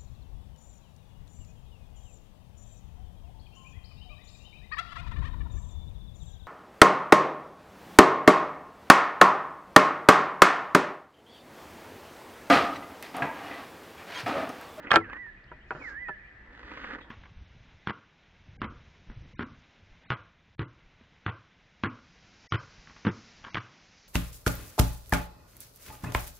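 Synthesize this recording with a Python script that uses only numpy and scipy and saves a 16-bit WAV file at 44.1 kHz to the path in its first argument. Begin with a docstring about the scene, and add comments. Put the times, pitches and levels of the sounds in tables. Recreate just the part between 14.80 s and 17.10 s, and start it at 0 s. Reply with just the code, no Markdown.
"""From the start hand and sleeve rustle (noise grains in bands) over outdoor air (coloured noise).
At 0.1 s a steel bolt on a wooden mesh door squeaks (sine), scrapes (dense clicks) and clacks (ringing modes).
Then a low thump; a bird on the right whistles gliding sines at 0.2 s and 1.0 s, echoing round the yard.
The handle knocks lightly from 0.3 to 1.3 s and small far birds chirp (short swept sines) from 0.5 s.
The rustle returns at the end, with separate creases and two more far slides."""
import sys
import numpy as np
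from scipy import signal
from scipy.fft import rfft, irfft, next_fast_len
from scipy.io import wavfile
from scipy.ndimage import uniform_filter1d

SR = 44100
rng = np.random.default_rng(int(sys.argv[2]) if len(sys.argv) > 2 else 0)


def bounce(signal):
    """Save signal as a 16-bit WAV file at the path given by the first command-line argument."""
    frames = np.transpose(np.atleast_2d(signal))
    limited = np.clip(frames, -1, 1)
    pcm = np.round(limited * 32767).astype(np.int16)
    wavfile.write(sys.argv[1], SR, pcm)


N = 101429

# Bolt blows, then handle knocks. Each row: start in seconds, relative level in dB, left-right pan in dB,
# mode tilt in dB per octave, crack and thud relative to the modes in dB, contact rise in ms.
BOLT_BLOWS = [(0.106, -12, -2.5, 4.5, -15.5, -9.5, 0.84), (0.116, 1, -2.5, 5, -12.5, -16, 0.3),
              (0.123, -31, -12, 0, -5, -15, 0.4), (0.125, -21.5, 1, -7, -9, -14, 0.4),
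              (0.132, -11, 5.5, -2.5, -14, -4, 0.55), (0.14, -13, 5, 0, -18, -6, 0.46),
              (0.14, -11.5, 3, -1, -17.5, -5.5, 0.38), (0.143, -31, -6, 3, -15.5, -25, 0.4),
              (0.152, -16.5, -22, 0, -12.5, -16.5, 0.86), (0.156, -15, -4.5, 5, -13, -15, 0.45),
              (0.159, 1, 1.5, -1, -7, -11, 0.31), (0.164, -2, 4.5, 2, -13.5, -15, 0.45),
              (0.17, -15.5, 4.5, -7.5, -10, -17, 0.27), (0.17, -21, -0.5, 5, -12, -4.5, 0.4)]
HANDLE_KNOCKS = [(0.299, -30.5, 1, 7.5, -19.5, -12, 0.28), (0.464, -43, -8, 2.5, -24, -9, 0.45),
                 (0.716, -31.5, -0.5, -5.1, -34, -5, 0.48), (0.721, -47, 14, -9, -27, -6.5, 0.61),
                 (0.907, -17.5, 1.5, -1.3, -19.5, -3.5, 0.41), (0.914, -24.5, 1.0, 4.5, -26, -14.5, 0.49),
                 (0.921, -39.5, 0.5, 5, -22, 2, 0.45), (0.95, -30.5, -2.5, -7.5, -26, -6, 0.36),
                 (0.957, -36, -1, -7, -26, -5.5, 0.37), (0.964, -39, 6.5, -4, -25, -1.5, 0.53),
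                 (1.005, -41, 5, -3.5, -18, -11, 0.57), (1.283, -35, -9, 4, -14, 1, 0.48),
                 (1.286, -26, -2.5, 0.8, -24, -18, 0.65), (1.292, -25, 4, -2.4, -22, -6, 0.65)]
# Vibration modes. Each row: frequency in Hz, relative level in dB, t60 in seconds.
DOOR_MODES = [(170, -31.5, 0.25), (249, -27, 0.45), (330.6, -9, 0.16), (429, -9, 0.13), (558, -20.5, 0.033),
              (602, -14, 0.066), (782, -13, 0.028), (903, -3.5, 0.035), (1197, 2, 0.054),
              (1342, 1.5, 0.097), (1410, -8.5, 0.045), (1595, 7.5, 0.03), (1736, 0, .04), (2182, 2, 0.018),
              (2466, -7.5, 0.054), (3210, -13.5, 0.031), (4000, -29, 0.036), (4450, -42, 0.019)]
HANDLE_MODES = [(155.5, -18, 0.12), (369.3, -7.5, .1), (465, -11.5, 0.09), (611, -9.5, 0.14),
                (772, -20.5, 0.1), (969, 1.5, 0.086), (1150, -2.5, .05), (1334, -15, 0.14),
                (1477, 6.5, 0.028), (1666, -17, 0.045), (2170, -11, 0.017), (2590, -9.5, 0.052)]
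MODE_SCATTER_DB, MODE_START_RAD = 2.5, .6  # standard deviations from blow to blow
MODE_SPREAD_RAD_PER_KHZ = .25  # left-right phase, standard deviation
# Spectra of the crack and of the many faint wood modes. Each row: frequency in Hz, gain in dB.
CRACK_COLOUR = [(1180, -36.5), (2000, -3), (2120, -8), (2950, -0.5), (3610, -2), (4650, -8.5),
                (5880, -30.5), (6460, -17), (8460, -21.5), (15000, -55)]
THUD_COLOUR = [(59, -37.5), (100, -14), (937, 0.5), (1110, -11), (1360, 2), (2030, -17), (2640, -16.5),
               (4000, -49), (5200, -77), (8800, -120)]
CRACK_DECAY_S, THUD_T60_S = .0014, .06  # crack: time constant

SQUEAK_S, SQUEAK_LEN_S, SQUEAK_HZ, SQUEAK_DB, SQUEAK_PAN_DB = .1075, .0071, 3300, -23, -7.5
# Bolt grinding in its barrel. Each row: time in seconds, relative level in dB.
SCRAPE_LEVEL = [(0.102, -67.5), (0.106, -51.5), (0.116, -38), (0.128, -51.5), (0.138, -36), (0.144, -39.5),
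                (0.162, -49.5), (0.18, -66), (0.2, -67)]
# Scrape heard through the air. Each row: frequency in Hz, gain in dB.
SCRAPE_COLOUR = [(1180, -36.5), (2000, 1), (2570, 0), (3770, -14), (5200, -12.5), (8130, -34), (13000, -55)]
SCRAPE_BODY_DB = 3.5  # relative share through the door

THUMP_S, THUMP_HZ, THUMP_DB, THUMP_T60_S = .185, 100, -35.5, .28
# Door balance at the two ports. Each row: frequency in Hz, left-right level in dB.
DOOR_BALANCE = [(60, 0.5), (110, 0.0), (200, 1.0), (380, 1.0), (700, 2.0), (1290, -2.0), (2380, -1.5),
                (4400, -3.0), (8120, -1.0), (15000, 1.0)]
# Door phase at the two ports. Each row: frequency in Hz, left-right phase in radians.
DOOR_PHASE = [(0, 0), (1120, 0.2), (2330, -0.0), (2670, 2.1), (4310, -5.3), (5680, -4.0), (6030, -4.5),
              (8100, -11.3), (8790, -11.6), (9650, -10.3), (10400, -13.5), (11900, -12.0), (12500, -18.8),
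              (15300, -18.7)]

# Whistle notes, one list per note. Each row: time in seconds, pitch in Hz, relative level in dB.
WHISTLES = [
    [(0.2, 2290, -61.5), (0.206, 2210, -47), (0.214, 2070, -51.5), (0.228, 2030, -46.5), (0.244, 1805, -47),
     (0.262, 1663, -49), (0.298, 1561, -53.5), (0.304, 1592, -47), (0.334, 1752, -47), (0.388, 1962, -44.5),
     (0.42, 1984, -41.5), (0.44, 1857, -46.5), (0.468, 1827, -46.5), (0.5, 1700, -47.5)],
    [(1.02, 2287, -53), (1.026, 2225, -43), (1.034, 2275, -59.5), (1.042, 2184, -44), (1.088, 1719, -39.5),
     (1.1, 1620, -52), (1.11, 1632, -43.5), (1.118, 1600, -43.5), (1.142, 1620, -46.5), (1.178, 1799, -39),
     (1.2, 1969, -44.5), (1.232, 2006, -39), (1.254, 1944, -43), (1.304, 1760, -40), (1.318, 1741, -40),
     (1.345, 1668, -51.5)],
]
WHISTLE_PAN_DB, NEAR_ECHO_DB, NEAR_T60_S = -8, -8, .4
YARD_ECHO_DB, YARD_T60_S = -7.5, 4.7
PORT_LAG_SAMPLES = 4  # left port later than right

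# Far two-part chirps. Each row: start in seconds, rise level in dB, fall level in dB.
CHIRPS = [(.51, -74.5, -63), (.67, -63, -64), (0.804, -63, -63), (0.942, -61.5, -51.5), (1.197, -66, -56),
          (1.33, -67, -65), (1.459, -68, -66)]
# Chirp parts. Each row: delay in seconds, length in seconds, start in Hz, end in Hz.
CHIRP_RISE = (0.0, .035, 2750, 3300)
CHIRP_FALL = (0.052, 0.035, 2500, 2400)
# Other far slides. Each row: start in seconds, length in seconds, start in Hz, end in Hz, level in dB.
FAR_SLIDES = [(0.447, .085, 4670, 3260, -78), (1.432, .05, 2300, 2480, -58.5),
              (2.202, 0.0292, 4070, 2970, -56.5), (2.219, 0.026, 3900, 3100, -58.5)]
CHIRP_ECHO_DB = -2

# Hand and sleeve, one list per movement. Each row: time in seconds, level in dB in each of the four bands.
RUSTLE = [
    [(0.0, -57, -57, -83, -60), (0.012, -49, -51, -70, -80), (0.028, -51.5, -53.5, -77, -54),
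     (0.058, -43, -41, -54, -60), (0.07, -41, -39, -36, -62), (0.092, -45, -49, -48, -60),
     (0.098, -45, -56, -47, -52)],
    [(0.22, -43, -58, -66, -67), (0.24, -54.5, -45, -47.5, -71), (0.286, -50, -50.5, -56.5, -65),
     (0.304, -47.5, -40.5, -58, -73), (0.318, -51, -48.5, -43, -63), (0.37, -55.5, -47.5, -62, -68),
     (0.406, -62, -71.5, -75.5, -85), (0.44, -65.5, -72, -61.5, -76)],
    [(0.98, -53.5, -51, -64.5, -77), (0.998, -54, -51, -64.5, -67), (1.008, -44.5, -54.5, -55, -71),
     (1.032, -52.5, -49, -53, -68), (1.088, -51, -50.5, -69, -58), (1.134, -53, -48.5, -69, -68),
     (1.188, -69, -71, -90, -93.5), (1.2, -60, -66, -80, -80)],
    [(1.68, -59.5, -69, -83, -89), (1.728, -57, -57.5, -71, -63), (1.95, -49.5, -45.5, -65, -53),
     (2.154, -44, -40.5, -71, -50.5), (2.174, -47.5, -55, -60, -72), (2.218, -58.5, -54.5, -49, -59),
     (2.254, -55, -68, -75, -70), (2.29, -55, -71, -62, -77)],
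]
# Rustle bands. Each row: low edge in Hz, high edge in Hz.
RUSTLE_BANDS = [(150, 1100), (1100, 1700), (1700, 3000), (3000, 9000)]
# Rustle spectrum. Each row: frequency in Hz, gain in dB.
RUSTLE_COLOUR = [(88, -38), (150, -8), (330, -4), (378, -11), (489, -6), (643, -12), (1060, -3), (2030, -4),
                 (7710, -47), (9000, -71), (11700, -101), (19800, -120)]
RUSTLE_GRAINS_PER_S, RUSTLE_GRAIN_SPREAD_DB = 3500, 2.2
RUSTLE_SMOOTH_S, RUSTLE_FADE_S = .02, .06
RUSTLE_PAN_DB, RUSTLE_ECHO_DB = -4, -7
# Separate creases. Each row: start in seconds, relative level in dB, time scale in seconds.
CREASES = [(0.3295, -23.5, 0.0043), (0.363, -31, 0.0069), (1.8293, -31.5, 0.005), (1.915, -25.5, 0.0051),
           (1.972, -26.5, 0.0054), (2.0404, -24, 0.0078), (2.184, -29, 0.0058), (2.2097, -31, 0.0063)]
# Handle turning in its slot. Each row: time in seconds, gain in dB.
TURN_LEVEL = [(.84, -100), (.9, -77), (1.0, -73), (1.1, -66.5), (1.15, -83), (1.19, -100)]
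# Turn hiss bands. Each row: centre in Hz, width in Hz, relative level in dB.
TURN_BANDS = [(4600, 1900, 3.1), (6790, 400, -8)]
TICK_S, TICK_HZ, TICK_DB = .642, 4460, -56

# Outdoor noise spectrum. Each row: frequency in Hz, gain in dB.
AIR_COLOUR = [(12, -43.5), (20, -7), (65, -3), (90, -18), (129, -9), (155, -32), (190, -9), (216, -20.5),
              (369, -20.5), (408, -23.5), (1020, -28), (1800, -21.5), (2210, -27.5), (4400, -45),
              (9000, -65.5), (11700, -103), (19800, -120)]
AIR_DB, AIR_WIDE_HZ = -54.5, 3970  # left and right differ mostly above AIR_WIDE_HZ
TOP_HZ = 15700


def amp(db):
    """Amplitude from dB."""
    return 10 ** (np.asarray(db) / 20)


def unit(x):
    """Scale to RMS 1."""
    return x / np.sqrt(np.mean(x ** 2))


def decay(t, t60):
    """Exponential fall of 60 dB in t60 seconds."""
    return np.exp(-np.log(1000) * t / t60)


def curve(rows, col=1):
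    """Interpolate one table column over time."""
    rows = np.array(rows)
    return np.interp(np.arange(N) / SR, rows[:, 0], rows[:, col])


def colour(x, points):
    """Filter by (Hz, dB) points, interpolated over log frequency."""
    points, n = np.array(points), next_fast_len(N, True)
    hz = np.maximum(np.arange(n // 2 + 1) * SR / n, 1)
    gain_db = np.interp(np.log(hz), np.log(points[:, 0]), points[:, 1])
    return irfft(rfft(x, n) * amp(gain_db), n)[:N]


def bandpass(x, low_hz, high_hz):
    """Butterworth band-pass."""
    return signal.sosfilt(signal.butter(2, [low_hz, high_hz], "band", fs=SR, output="sos"), x)


def place(x, pan_db, lag_samples=0):
    """Pan by left-right dB; the left is late by lag_samples (early if negative)."""
    return np.array([np.roll(x, lag_samples) * amp(pan_db / 2), x * amp(-pan_db / 2)])


def echo(x, t60):
    """Diffuse outdoor echo: convolution with decaying noise, its own for each side."""
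    tail = rng.standard_normal((2, N)) * decay(np.arange(N) / SR, t60)
    tail /= np.sqrt(np.sum(tail ** 2, axis=1, keepdims=True))
    return signal.fftconvolve(tail, x[None], axes=1)[:, :N]


def grains(per_s, spread_db):
    """Randomly scattered clicks of uneven size."""
    hits = rng.random(N) < per_s / SR
    return hits * rng.standard_normal(N) * amp(spread_db * rng.exponential(size=N))


def blows(table, modes):
    """Each blow rings the modes through a soft contact, with a wooden thud and a short crack."""
    out, t = np.zeros((2, N)), np.arange(SR // 4) / SR
    hz, db, t60 = (c[:, None] for c in np.array(modes).T)
    mid, side, wood = (unit(colour(rng.standard_normal(N), c))
                       for c in (CRACK_COLOUR, CRACK_COLOUR, THUD_COLOUR))
    crack_noise = mid + 0.52 * side * np.array([[1], [-1]])
    for s, level_db, pan_db, tilt, crack_db, thud_db, contact_ms in table:
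        chance = rng.standard_normal((3, len(modes), 1))
        mode_db = db + tilt * np.log2(hz / 1000) + MODE_SCATTER_DB * chance[0]
        size = amp(mode_db) * decay(t, t60)
        side_phase = MODE_SPREAD_RAD_PER_KHZ * hz / 1000 * chance[1]
        phase = 2 * np.pi * hz * t + MODE_START_RAD * chance[2]
        ring = np.array([(size * np.sin(phase + k * side_phase)).sum(0) for k in (0, 1)])
        ring /= np.sqrt(np.sum(size[:, 0] ** 2))
        i = int(s * SR)
        span = slice(i, i + len(t))
        thud = amp(thud_db) * wood[span] * decay(t, THUD_T60_S)
        crack = amp(crack_db) * crack_noise[:, span] * np.exp(-t / CRACK_DECAY_S)
        contact = np.sin(np.pi / 2 * np.clip(t * 1000 / max(contact_ms, .1), 0, 1)) ** 2
        gain = amp(level_db + np.array([[pan_db], [-pan_db]]) / 2)
        out[:, span] += contact * (ring + thud + crack) / 2 * gain
    return out


def slide():
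    """The bolt squeaks as it frees and grinds: dense clicks, bright in the air and dull through the door."""
    t = np.arange(N) / SR - SQUEAK_S
    gate = np.clip(np.minimum(t / .0015, (SQUEAK_LEN_S - t) / .0027), 0, 1)
    squeak = amp(SQUEAK_DB) * gate * np.sin(2 * np.pi * SQUEAK_HZ * t)
    level_db = curve([(.09, -120)] + list(SCRAPE_LEVEL) + [(.23, -120)])
    grit = unit(grains(6000, 2.5)) * amp(level_db)
    body = 0
    for hz, db, t60 in DOOR_MODES:
        pole = np.exp(2j * np.pi * hz / SR - np.log(1000) / t60 / SR)
        body = body + amp(db) * signal.lfilter([1], [1, -pole], grit).imag
    bright = amp(21) * colour(grit, SCRAPE_COLOUR)
    dull = amp(SCRAPE_BODY_DB) * body / 20
    return place(squeak, SQUEAK_PAN_DB) + place(bright, -.3) + place(dull, .3)


def ports(x):
    """Each band of the door sound reaches the two microphone ports at its own level and phase."""
    n = next_fast_len(N, True)
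    hz = np.arange(n // 2 + 1) * SR / n
    db, phase = (np.interp(hz, *np.array(p).T) for p in (DOOR_BALANCE, DOOR_PHASE))
    half = amp(db / 2) * np.exp(.5j * phase)
    return irfft(rfft(x, n) * np.array([half, 1 / half]), n)[:, :N]


def thump():
    """The door shakes free: a low sine swells quickly and decays."""
    t = np.maximum(np.arange(N) / SR - THUMP_S, 0)
    swell = (1 - np.exp(-t / .0123)) * decay(t, THUMP_T60_S)
    return amp(THUMP_DB) * swell * np.sin(2 * np.pi * THUMP_HZ * t)


def whistler():
    """Pure gliding whistles with a near echo and a long ring round the yard."""
    voice = 0
    for rows in WHISTLES:
        first, last = rows[0], rows[-1]
        rows = [(first[0] - .02, first[1], -90)] + list(rows) + [(last[0] + .032, last[1], -90)]
        hz = uniform_filter1d(curve(rows), size=600)
        tone = np.sin(2 * np.pi * np.cumsum(hz) / SR)
        voice = voice + np.sqrt(2) * amp(curve(rows, col=2)) * tone
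    # band noise in the first 50 ms, heard only through the yard echo
    earlier = unit(colour(rng.standard_normal(N), [(1450, -51), (1620, -8), (2000, -2.5), (2250, -47)]))
    earlier = amp(-56) * earlier * (np.arange(N) < SR // 20)
    near = amp(NEAR_ECHO_DB) * echo(voice, NEAR_T60_S)
    yard = amp(YARD_ECHO_DB) * echo(voice + earlier, YARD_T60_S)
    return place(voice, WHISTLE_PAN_DB, PORT_LAG_SAMPLES) + near + yard


def hand():
    """Skin and cloth crackle and crease; the handle hisses in its slot; one thin tick."""
    t = np.arange(N) / SR
    grit = colour(grains(RUSTLE_GRAINS_PER_S, RUSTLE_GRAIN_SPREAD_DB), RUSTLE_COLOUR)
    bands = [unit(bandpass(grit, *edges)) for edges in RUSTLE_BANDS]
    rub = 0
    for rows in RUSTLE:
        fade = np.clip(1 + np.minimum(t - rows[0][0], rows[-1][0] - t) / RUSTLE_FADE_S, 0, 1)
        for k, band in enumerate(bands):
            level_db = uniform_filter1d(curve(rows, col=k + 1), int(RUSTLE_SMOOTH_S * SR))
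            rub = rub + fade * band * amp(level_db)
    crisp = unit(colour(rng.standard_normal(N), RUSTLE_COLOUR))
    for s, db, scale_s in CREASES:
        u = np.maximum(t - s, 0) / scale_s
        rub = rub + amp(db) * u * np.exp(-u * 2) * crisp
    hiss = 0
    for hz, width_hz, db in TURN_BANDS:
        noise = bandpass(rng.standard_normal((2, N)), hz - width_hz / 2, hz + width_hz / 2)
        hiss = hiss + amp(db) * unit(noise)
    tick = amp(TICK_DB) * np.exp(-((t - TICK_S) / .00047) ** 2) * np.sin(2 * np.pi * TICK_HZ * t)
    rustle = place(rub, RUSTLE_PAN_DB, PORT_LAG_SAMPLES) + amp(RUSTLE_ECHO_DB) * echo(rub, .073)
    return rustle + hiss * amp(curve(TURN_LEVEL)) + place(tick, 0)


def chirps():
    """Far birds: short swept sines, half drowned in echo."""
    voice, t = np.zeros(N), np.arange(N) / SR
    parts = []
    for s, *levels_db in CHIRPS:
        for (delay_s, *sweep), db in zip((CHIRP_RISE, CHIRP_FALL), levels_db):
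            parts.append((s + delay_s, *sweep, db))
    for s, length_s, start_hz, end_hz, db in parts + FAR_SLIDES:
        u = np.clip((t - s) / length_s, 0, 1)
        hz = start_hz + (end_hz - start_hz) * u
        voice += amp(db) * np.sin(np.pi * u) * np.sin(2 * np.pi * np.cumsum(hz) / SR)
    return place(voice, -3.2, -PORT_LAG_SAMPLES) + amp(CHIRP_ECHO_DB) * echo(voice, .19)


def air():
    """Distant outdoor noise: a shared middle plus a high-passed side, so the bass is alike left and right."""
    mid, side = (colour(rng.standard_normal(N), AIR_COLOUR) for _ in range(2))
    side = signal.lfilter(*signal.butter(1, AIR_WIDE_HZ, "high", fs=SR), side)
    return amp(AIR_DB) / np.std(mid) * np.array([mid + side, mid - side])


def scene():
    """Door with a short echo of its upper range, then birds, hand and air."""
    door = blows(BOLT_BLOWS, DOOR_MODES) + blows(HANDLE_KNOCKS, HANDLE_MODES) + slide()
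    latch = ports(door) + thump()
    upper = signal.lfilter(*signal.butter(2, 800, "high", fs=SR), latch.mean(0))
    return latch + amp(-17.5) * echo(upper, .12) + whistler() + hand() + chirps() + air()


def record(dry):
    """The phone cuts the top: steep elliptic low-pass."""
    return signal.sosfilt(signal.ellip(8, .2, 70, TOP_HZ, fs=SR, output="sos"), dry)


dry = scene()
out = record(dry)
bounce(out)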